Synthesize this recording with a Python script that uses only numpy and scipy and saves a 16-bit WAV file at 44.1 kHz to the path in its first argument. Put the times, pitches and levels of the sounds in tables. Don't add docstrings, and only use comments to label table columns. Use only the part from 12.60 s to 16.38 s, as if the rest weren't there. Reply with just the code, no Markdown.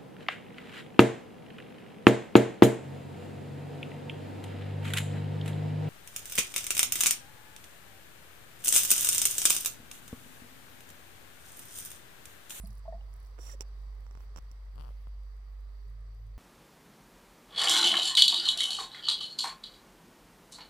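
import sys
import numpy as np
from scipy import signal
from scipy.io import wavfile
from scipy.ndimage import uniform_filter1d

SR = 44100
rng = np.random.default_rng(int(sys.argv[2]) if len(sys.argv) > 2 else 0)


def decibels_to_gain(level_db):
    exponent = np.asarray(level_db, float) / 20
    return 10 ** exponent


def wrap_up_sound(samples):
    columns = np.atleast_2d(samples).T
    tamed = np.clip(columns, -1, 1)
    steps = np.round(tamed * 32767).astype(np.int16)
    wavfile.write(sys.argv[1], SR, steps)


N = 166698
PORT_LAG_S = 0.00069


def at(table, x, log=False):
    a = np.array(table, float)
    if log:
        return np.interp(np.log(x), np.log(a[:, 0]), a[:, 1])
    return np.interp(x, a[:, 0], a[:, 1])


def band(x, hz, width):
    return signal.lfilter(*signal.iirpeak(min(hz, .45 * SR), hz / width, fs=SR), x)


def noise():
    return rng.standard_normal(N)


def unit(x):
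    return x / np.sqrt(np.mean(x ** 2))


def walk(rate):
    k = int(SR / rate)
    steps = np.repeat(rng.standard_normal(N // k + 1), k)
    return unit(uniform_filter1d(uniform_filter1d(steps, k), k)[:N])


def pan(db):
    return decibels_to_gain(np.array([[db / 2], [-db / 2]]))


def spread(mid, side):
    return np.array([mid + side, mid - side])


def late(x, s):
    return np.roll(x, int(s * SR))


def ticks(rows, db):
    x = np.zeros(N)
    np.add.at(x, (np.array(rows)[:, 0] * SR).astype(int), decibels_to_gain(db))
    return x


def push(x, hz, damp):
    turns = np.arange(int(3 * SR / hz)) / SR * hz
    shape = np.sin(2 * np.pi * turns) * np.exp(-turns * damp)
    return signal.fftconvolve(x, shape / shape.max())[:N]


def flick(x, hz):
    u = np.pi * hz * (np.arange(int(2 * SR / hz)) / SR - 1 / hz)
    shape = (1 - 2 * u ** 2) * np.exp(-u ** 2)
    return late(signal.fftconvolve(x, shape)[:N], -1 / hz)


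# pitch_hz [Hz], level_db [dB], width_hz [Hz]
APPLIANCE_TONES = [(4537, -88, 15), (14008, -94, 2.3), (4830, -90.5, 14), (417, -82.5, 20), (516, -86, 18)]
# time_s [s], level_db [dB]
RUMBLE = [(0, -66), (1.05, -67), (1.15, -74), (1.7, -68), (2.3, -69), (2.6, -80), (3.78, -82)]
# time_s [s], level_db [dB]
VESSEL_SONG = [
    (3.23, -92),
    (3.27, -60.5),
    (3.5, -60.5),
    (3.68, -52.5),
    (3.78, -68),
]
# middle_s [s], half_width_s [s], left_db [dB], right_db [dB]
TOUCH = (1.803, .016, -5, -18)


def hum(t):
    hum_hz, hum_db, vessel_hz = 49.333, -43, 106.6
    touch_s, length_s, left_db, right_db = TOUCH
    dip = 1 - decibels_to_gain(np.array([[left_db], [right_db]]))
    cover = 1 - dip * np.exp(-((t - touch_s) / length_s) ** 2)
    wander_db = 1 * np.array([walk(19), walk(5.9)]) + 0.55 * walk(18)
    mains = 2 ** .5 * np.sin(2 * np.pi * hum_hz * t + 1.15)
    out = cover * decibels_to_gain(hum_db + wander_db) * mains * pan(-1.8)
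    mid, side = (unit(band(band(noise(), vessel_hz, 6.4), vessel_hz, 65)) for _ in range(2))
    out = out + decibels_to_gain(at(RUMBLE, t)) * spread(mid, side)
    song = 2 ** .5 * np.sin(2 * np.pi * vessel_hz * t + 0.19 * walk(7.8))
    out = out + decibels_to_gain(at(VESSEL_SONG, t) + walk(6.3)) * song
    sub_hz, sub_db = 28.3, -79
    out = out + decibels_to_gain(sub_db) * unit(band(band(noise(), sub_hz, 6.4), sub_hz, 12))
    for hz, db, width in APPLIANCE_TONES:
        tone = unit(band(band(noise(), hz, width), hz, 3 * width))
        out = out + decibels_to_gain(db) * tone * pan(13 if hz > 1000 else 0)
    return out


# pitch_hz [Hz], level_db [dB per Hz]
ROOM_LOW = [(60, -11), (80, -20.5), (170, -34.5), (270, -88), (390, -35), (800, -41), (1300, -45.5),
            (2400, -53.5)]
ROOM_HIGH = [(2400, -6.5), (4400, -3.5), (6500, -16), (10500, -16), (13500, -23.5), (16000, -10)]
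# time_s [s], simmer_db [dB]
BOIL = [(0, 2.5), (.7, 2.5), (1.7, 2), (2.3, 1), (2.6, 0), (3.78, 0)]
# pitch_hz [Hz], width_hz [Hz], boost_db [dB]
LEFT_RESONANCES = [(1105, 210, 7), (3390, 1500, 2.5), (3900, 41, 8.5), (4600, 300, 11), (5530, 290, -3),
                   (7840, 680, 10.5)]
RIGHT_RESONANCES = [(1195, 230, 9.5), (1960, 460, 11.75), (4966, 57, 12), (5685, 92, 16), (6000, 230, 9.7),
                    (8870, 270, 11.6), (12800, 1800, 8.4)]


def through_port(x, resonances):
    return x + sum((decibels_to_gain(db) - 1) * band(x, hz, width) for hz, width, db in resonances)


def kitchen(t):
    low_db, high_db, split_hz = -62, -78, 2400
    low = high = 0
    for hz in 62 * 2 ** np.arange(0, 8.1, 1 / 3):
        hz = min(hz, 15000)
        mid, side = (band(band(noise(), hz, hz / 3), hz, hz / 3) for _ in range(2))
        x = spread(mid, np.clip(hz / 1000.0, .45, 1) * side)
        db = at(BOIL, t) + 1.1 * walk(9) * (1 if hz < 6000 else .5)
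        if hz < split_hz:
            low = low + x * decibels_to_gain(db + at(ROOM_LOW, hz, True))
        else:
            high = high + x * decibels_to_gain(db + at(ROOM_HIGH, hz, True))
    left, right = unit(low) * decibels_to_gain(low_db) + unit(high) * decibels_to_gain(high_db)
    return np.array([through_port(left, LEFT_RESONANCES), through_port(right, RIGHT_RESONANCES)])


# start_s [s], peak_db [dB], pitch_hz [Hz],
# tail_s [s]
TINY_BURSTS = [(0.0484, -56.5, 5600, 0.0022), (0.0706, -48, 11900, 0.0058), (0.105, -57, 5600, .004),
               (0.1296, -57, 10500, .002), (0.1526, -56, 9900, 0.0018), (0.1733, -58, 5540, 0.0026),
               (0.18, -57.5, 10100, 0.0036), (.1795, -55, 14500, 0.0022), (0.1923, -59, 8750, 0.0026),
               (0.531, -59.5, 5600, .002), (0.5388, -50.5, 9700, .001), (0.562, -58, 13800, .003),
               (0.6007, -56, 10900, .003), (0.6285, -60, 10200, .0015), (.63, -62, 14500, .005),
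               (0.6485, -60, 14800, .002), (0.648, -61, 4800, .003), (0.6614, -56.5, 6000, .0015),
               (0.6689, -57, 9500, 0.0017), (2.157, -60, 12500, .001), (2.157, -64, 8000, .001)]


def fizz(t):
    hiss_db, wash_db, burst_db = -76.5, -81, -1.5
    early = np.clip((.23 - t) * 12, 0, 1)
    again = np.exp(-((t - .62) / 0.14) ** 2)
    hiss_fade = np.clip((.23 - t) * 6, 0, 1)
    out = decibels_to_gain(hiss_db + 3.7 * walk(35)) * hiss_fade * unit(band(noise(), 9700, 900))
    out += decibels_to_gain(wash_db + 2.6 * walk(60)) * (early + .8 * again) * unit(band(noise(), 13000, 7000))
    length = 1800
    for start, db, hz, tail in TINY_BURSTS:
        i = int(start * SR)
        burst = rng.standard_normal(length) * np.exp(-np.arange(length) / SR / tail)
        drop = band(band(burst, hz, 2000), hz, 3000) + 0.34 * band(burst, 9400, 8300)
        out[i:i + length] += decibels_to_gain(db + burst_db) * drop / np.abs(drop).max()
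    return np.array([out, 1.95 * late(out, .0004)])


def residue():
    ticks_per_s, loudest_db = 9, -66
    chance = rng.random((int(ticks_per_s * N / SR), 2))
    x = ticks(chance * (N - 1) / SR, loudest_db - 8 * chance[:, 1])
    grain = noise()[:500] * np.exp(-np.arange(500) / 150)
    x = signal.fftconvolve(x, grain)[:N]
    return np.array([band(x, 8600, 5500), band(x, 8700, 2700) + band(x, 11300, 1500)])


# start_s [s], peak_db [dB], pitch_hz [Hz], t60_s (time to fade by 60 dB) [s],
# glide (share by which the pitch term grows over t60) [ratio]
PLOPS = [(0.0343, -39.5, 178, 0.047, 0.076), (.035, -54.5, 664, 0.088, 0.011),
         (.058, -48, 4500, 0.0091, -0.022), (0.071, -53, 200, 0.16, 0), (.08, -50, 110.3, 0.22, 0.025),
         (.252, -50, 650, .045, .02), (.253, -52, 850, .04, .08), (.264, -58, 1000, .02, .15),
         (.277, -57, 1050, .02, .05), (.2785, -35.5, 659, .075, .005), (.281, -58, 190, .1, 0),
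         (.324, -41, 670, .025, 0), (.326, -62, 1850, .03, 0), (.33, -57, 890, .05, 0),
         (.332, -42, 655, .05, .005), (.34, -57, 195, .1, 0), (.344, -43, 670, .07, .005),
         (.37, -68, 655, .6, 0), (.376, -60, 760, .03, 0), (.409, -58, 2930, .018, 0),
         (0.408, -60, 780, 0.031, .1), (.788, -45, 480, 0.0092, -0.096), (.794, -45.5, 410, 0.013, 0.024),
         (0.888, -60, 1350, .015, .1), (.891, -54, 2130, 0.04, -0.095), (.897, -55, 1900, .06, -.1),
         (.934, -55, 580, .05, -.12), (.935, -63, 1900, .09, -.04), (.946, -56, 520, .012, 0),
         (.95, -52, 400, .01, -.05), (1.006, -43.5, 428, 0.012, -0.039), (1.022, -58.5, 510, .03, 0),
         (2.3055, -51.5, 513, 0.0073, 0), (3.24, -65.5, 405, 0.17, -0.038)]


def bubbles():
    rise_turns, lag_s, rough_db = 3.5, .00015, 1.2
    out = np.zeros(N + SR)
    u = np.arange(SR // 2) / SR
    for start, db, hz, t60, glide in PLOPS:
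        i = int(start * SR)
        env = (1 - np.exp(-u * hz / rise_turns)) * 1000. ** (-u / t60)
        bend = 1 + glide * np.minimum(u / t60, 1)
        out[i:i + len(u)] += decibels_to_gain(db) * env / env.max() * np.sin(2 * np.pi * hz * u * bend)
    plops = out[:N] * decibels_to_gain(rough_db * walk(180))
    return np.array([plops, late(plops, lag_s)])


# pitch_hz [Hz], width_hz [Hz], level_db [dB]
CAVITY_RINGS = [(5740, 190, 1.5), (7320, 280, -3), (8810, 250, -10.5)]


def cavity(x, widens=0.9):
    return sum(decibels_to_gain(db) * band(x, hz, width * widens) for hz, width, db in CAVITY_RINGS)


# start_s [s], peak_db [dB], ring_db (cavity) [dB], thump_db [dB]
HANDLING_CLICKS = [(0.7827, -39, -28, -7), (0.7884, -32.5, -21, -18), (0.7925, -36, -29, -10),
                   (1.008, -29.5, 11, -6.5), (1.01, -47, -6, -5), (1.466, -38, -11.5, -19),
                   (1.5107, -38, -7, -10), (1.552, -34.5, -14, -5.5), (1.5738, -36.5, -13, -3),
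                   (1.606, -38, -11.5, -15), (1.637, -42, -30, -12), (1.7613, -28, -5.5, -9),
                   (1.7734, -36.5, 1.5, 1), (1.7832, -29, -25, -24), (1.7868, -33.5, -3, -3),
                   (1.9143, -49, 8, 5.5)]


def handling_clicks():
    rows = np.array(HANDLING_CLICKS)
    peak_db, ring_db, thump_db = rows[:, 1], rows[:, 2], rows[:, 3]
    pull = -push(ticks(rows, peak_db), 1330, 5.4)
    snap = -push(ticks(rows, peak_db + 0.88 * ring_db), 2760, 5.6)
    click = band(band(pull, 740, 1670), 800, 3700) + decibels_to_gain(-2.5) * band(snap, 2430, 1400)
    ring = 12.3 * cavity(push(ticks(rows, peak_db + ring_db - 6), 6250, 3.6), 1.2)
    ring = ring + push(ticks(rows, peak_db + ring_db - 4), 14300, 3.6)
    thump = push(ticks(rows, peak_db + thump_db - 14), 81, 0.82)
    thump = thump + push(ticks(rows, peak_db + thump_db - 7), 115, 2.7)
    far = decibels_to_gain(-10.5) * band(click, 600, 630) + decibels_to_gain(-13.0) * thump + decibels_to_gain(-46) * ring
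    near = click + late(ring, .0004) + late(thump, 0.00015)
    return np.array([late(far, PORT_LAG_S), near])


# start_s [s], end_s [s]
PUFF_SPANS = [
    (.787, .958),
    (1.009, 1.03),
    (1.762, 1.795),
    (1.56, 1.67),
    (2.17, 2.31),
    (1.913, 1.922),
]
# level_db [dB], cavity_db (share) [dB], gurgle_db (share) [dB]
PUFF_LEVELS = [(-52, 1.5, -2), (-47, 0.5, -1.5), (-50.5, -9, -0.5), (-60, -26, -5.5), (-72, -12, -12),
               (-49.5, -24, -17)]


def gurgling():
    wet = decibels_to_gain(-6.5 + 2.2 * walk(150)) * unit(band(band(noise(), 550, 700), 750, 1700))
    return wet + decibels_to_gain(-12.0) * unit(band(noise(), 2900, 1300))


def steam(t):
    rise_s, fall_s = .09, .04
    env = rung = wet = 0
    for (start, end), (db, ring_db, wet_db) in zip(PUFF_SPANS, PUFF_LEVELS):
        rise, fall = (min(s, (end - start) / 1.48) for s in (rise_s, fall_s))
        swell = (t > start) * np.clip(0.26 + 0.88 * (t - start) / rise, 0, 1)
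        puff = decibels_to_gain(db) * swell * np.clip((end - t) / fall, 0, 1) ** 0.74
        env = env + puff
        rung = rung + puff * decibels_to_gain(ring_db)
        wet = wet + puff * decibels_to_gain(wet_db)
    right = decibels_to_gain(-11) * unit(band(noise(), 14000, 6400))
    left = decibels_to_gain(-15.5) * unit(band(noise(), 14500, 6000))
    gurgle = np.array([gurgling(), gurgling()])
    ring = decibels_to_gain(walk(200)) * unit(cavity(noise())) * decibels_to_gain(np.array([[-25], [0]]))
    return env * np.array([left, right]) + wet * gurgle + rung * ring


# time_s [s], level_db [dB]
SEEP_LEVEL = [
    (2, -110),
    (2.12, -80),
    (2.26, -76),
    (2.42, -79),
    (2.7, -110),
]


def seeping_hiss():
    hiss = unit(band(band(noise(), 2500, 2300), 2700, 3700))
    hiss = hiss + decibels_to_gain(-9) * unit(band(noise(), 9750, 500))
    return hiss + decibels_to_gain(-3) * unit(band(noise(), 13000, 5000))


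def seep(t):
    return decibels_to_gain(at(SEEP_LEVEL, t) + 2.2 * walk(29.96)) * np.array([seeping_hiss(), seeping_hiss()])


# start_s [s], peak_db [dB], edge_db [dB], thump_db [dB]
CREAK_TICKS = [(2.1582, -51, 0, 10), (2.1687, -45, -22, 2), (2.1803, -39, -6, -2), (2.1875, -39.5, -12, -5),
               (2.1967, -44, 1, 6.5), (2.2035, -41, -3, -22), (2.2101, -38, -1.5, -3),
               (2.2222, -42.5, -3, 0), (2.2254, -48, -16, -10), (2.2369, -41.5, -8, -6),
               (2.2429, -41.5, -7, -6), (2.2485, -41.5, -4, -6), (2.2572, -40.5, -18, -13),
               (2.2653, -44, -10, -8), (2.2721, -42, -12, -8), (2.281, -42.5, -8, -12),
               (2.2907, -39.5, -13, -4), (2.3069, -49.5, -7, -3), (2.3185, -52, -22, -5),
               (2.4715, -40.5, -10.5, 1)]
# pitch_hz [Hz], width_hz [Hz], level_db [dB]
EDGE_RINGS = [(3130, 1700, 1.5), (4500, 820, -1.5), (9200, 5900, -6)]


def creaks():
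    rows = np.array(CREAK_TICKS)
    peak_db, edge_db, thump_db = rows[:, 1], rows[:, 2], rows[:, 3]
    body = flick(ticks(rows, peak_db - 2), 783)
    body = body + decibels_to_gain(-15) * band(body, 1130, 820)
    sharp = push(ticks(rows, peak_db + edge_db + 8.5), 4800, 4.2)
    edge = sum(decibels_to_gain(db) * band(band(sharp, hz, width), hz, 2 * width) for hz, width, db in EDGE_RINGS)
    thump = -push(ticks(rows, peak_db + thump_db - 4), 113, 1.6)
    far = decibels_to_gain(-8.5) * late(body + edge + 0.48 * thump, PORT_LAG_S)
    return np.array([body + edge + thump, far])


def scene():
    t = np.arange(N) / SR
    start = hum(t) + kitchen(t) + fizz(t) + residue() + bubbles()
    return start + handling_clicks() + steam(t) + seep(t) + creaks()


def band_limit(x):
    return signal.sosfilt(signal.butter(12, 16320, fs=SR, output="sos"), x)


def record(dry):
    top_cut = signal.ellip(8, .2, 70, 16000, fs=SR, output="sos")
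    return band_limit(signal.sosfilt(top_cut, dry))


dry = scene()
out = record(dry)
wrap_up_sound(out)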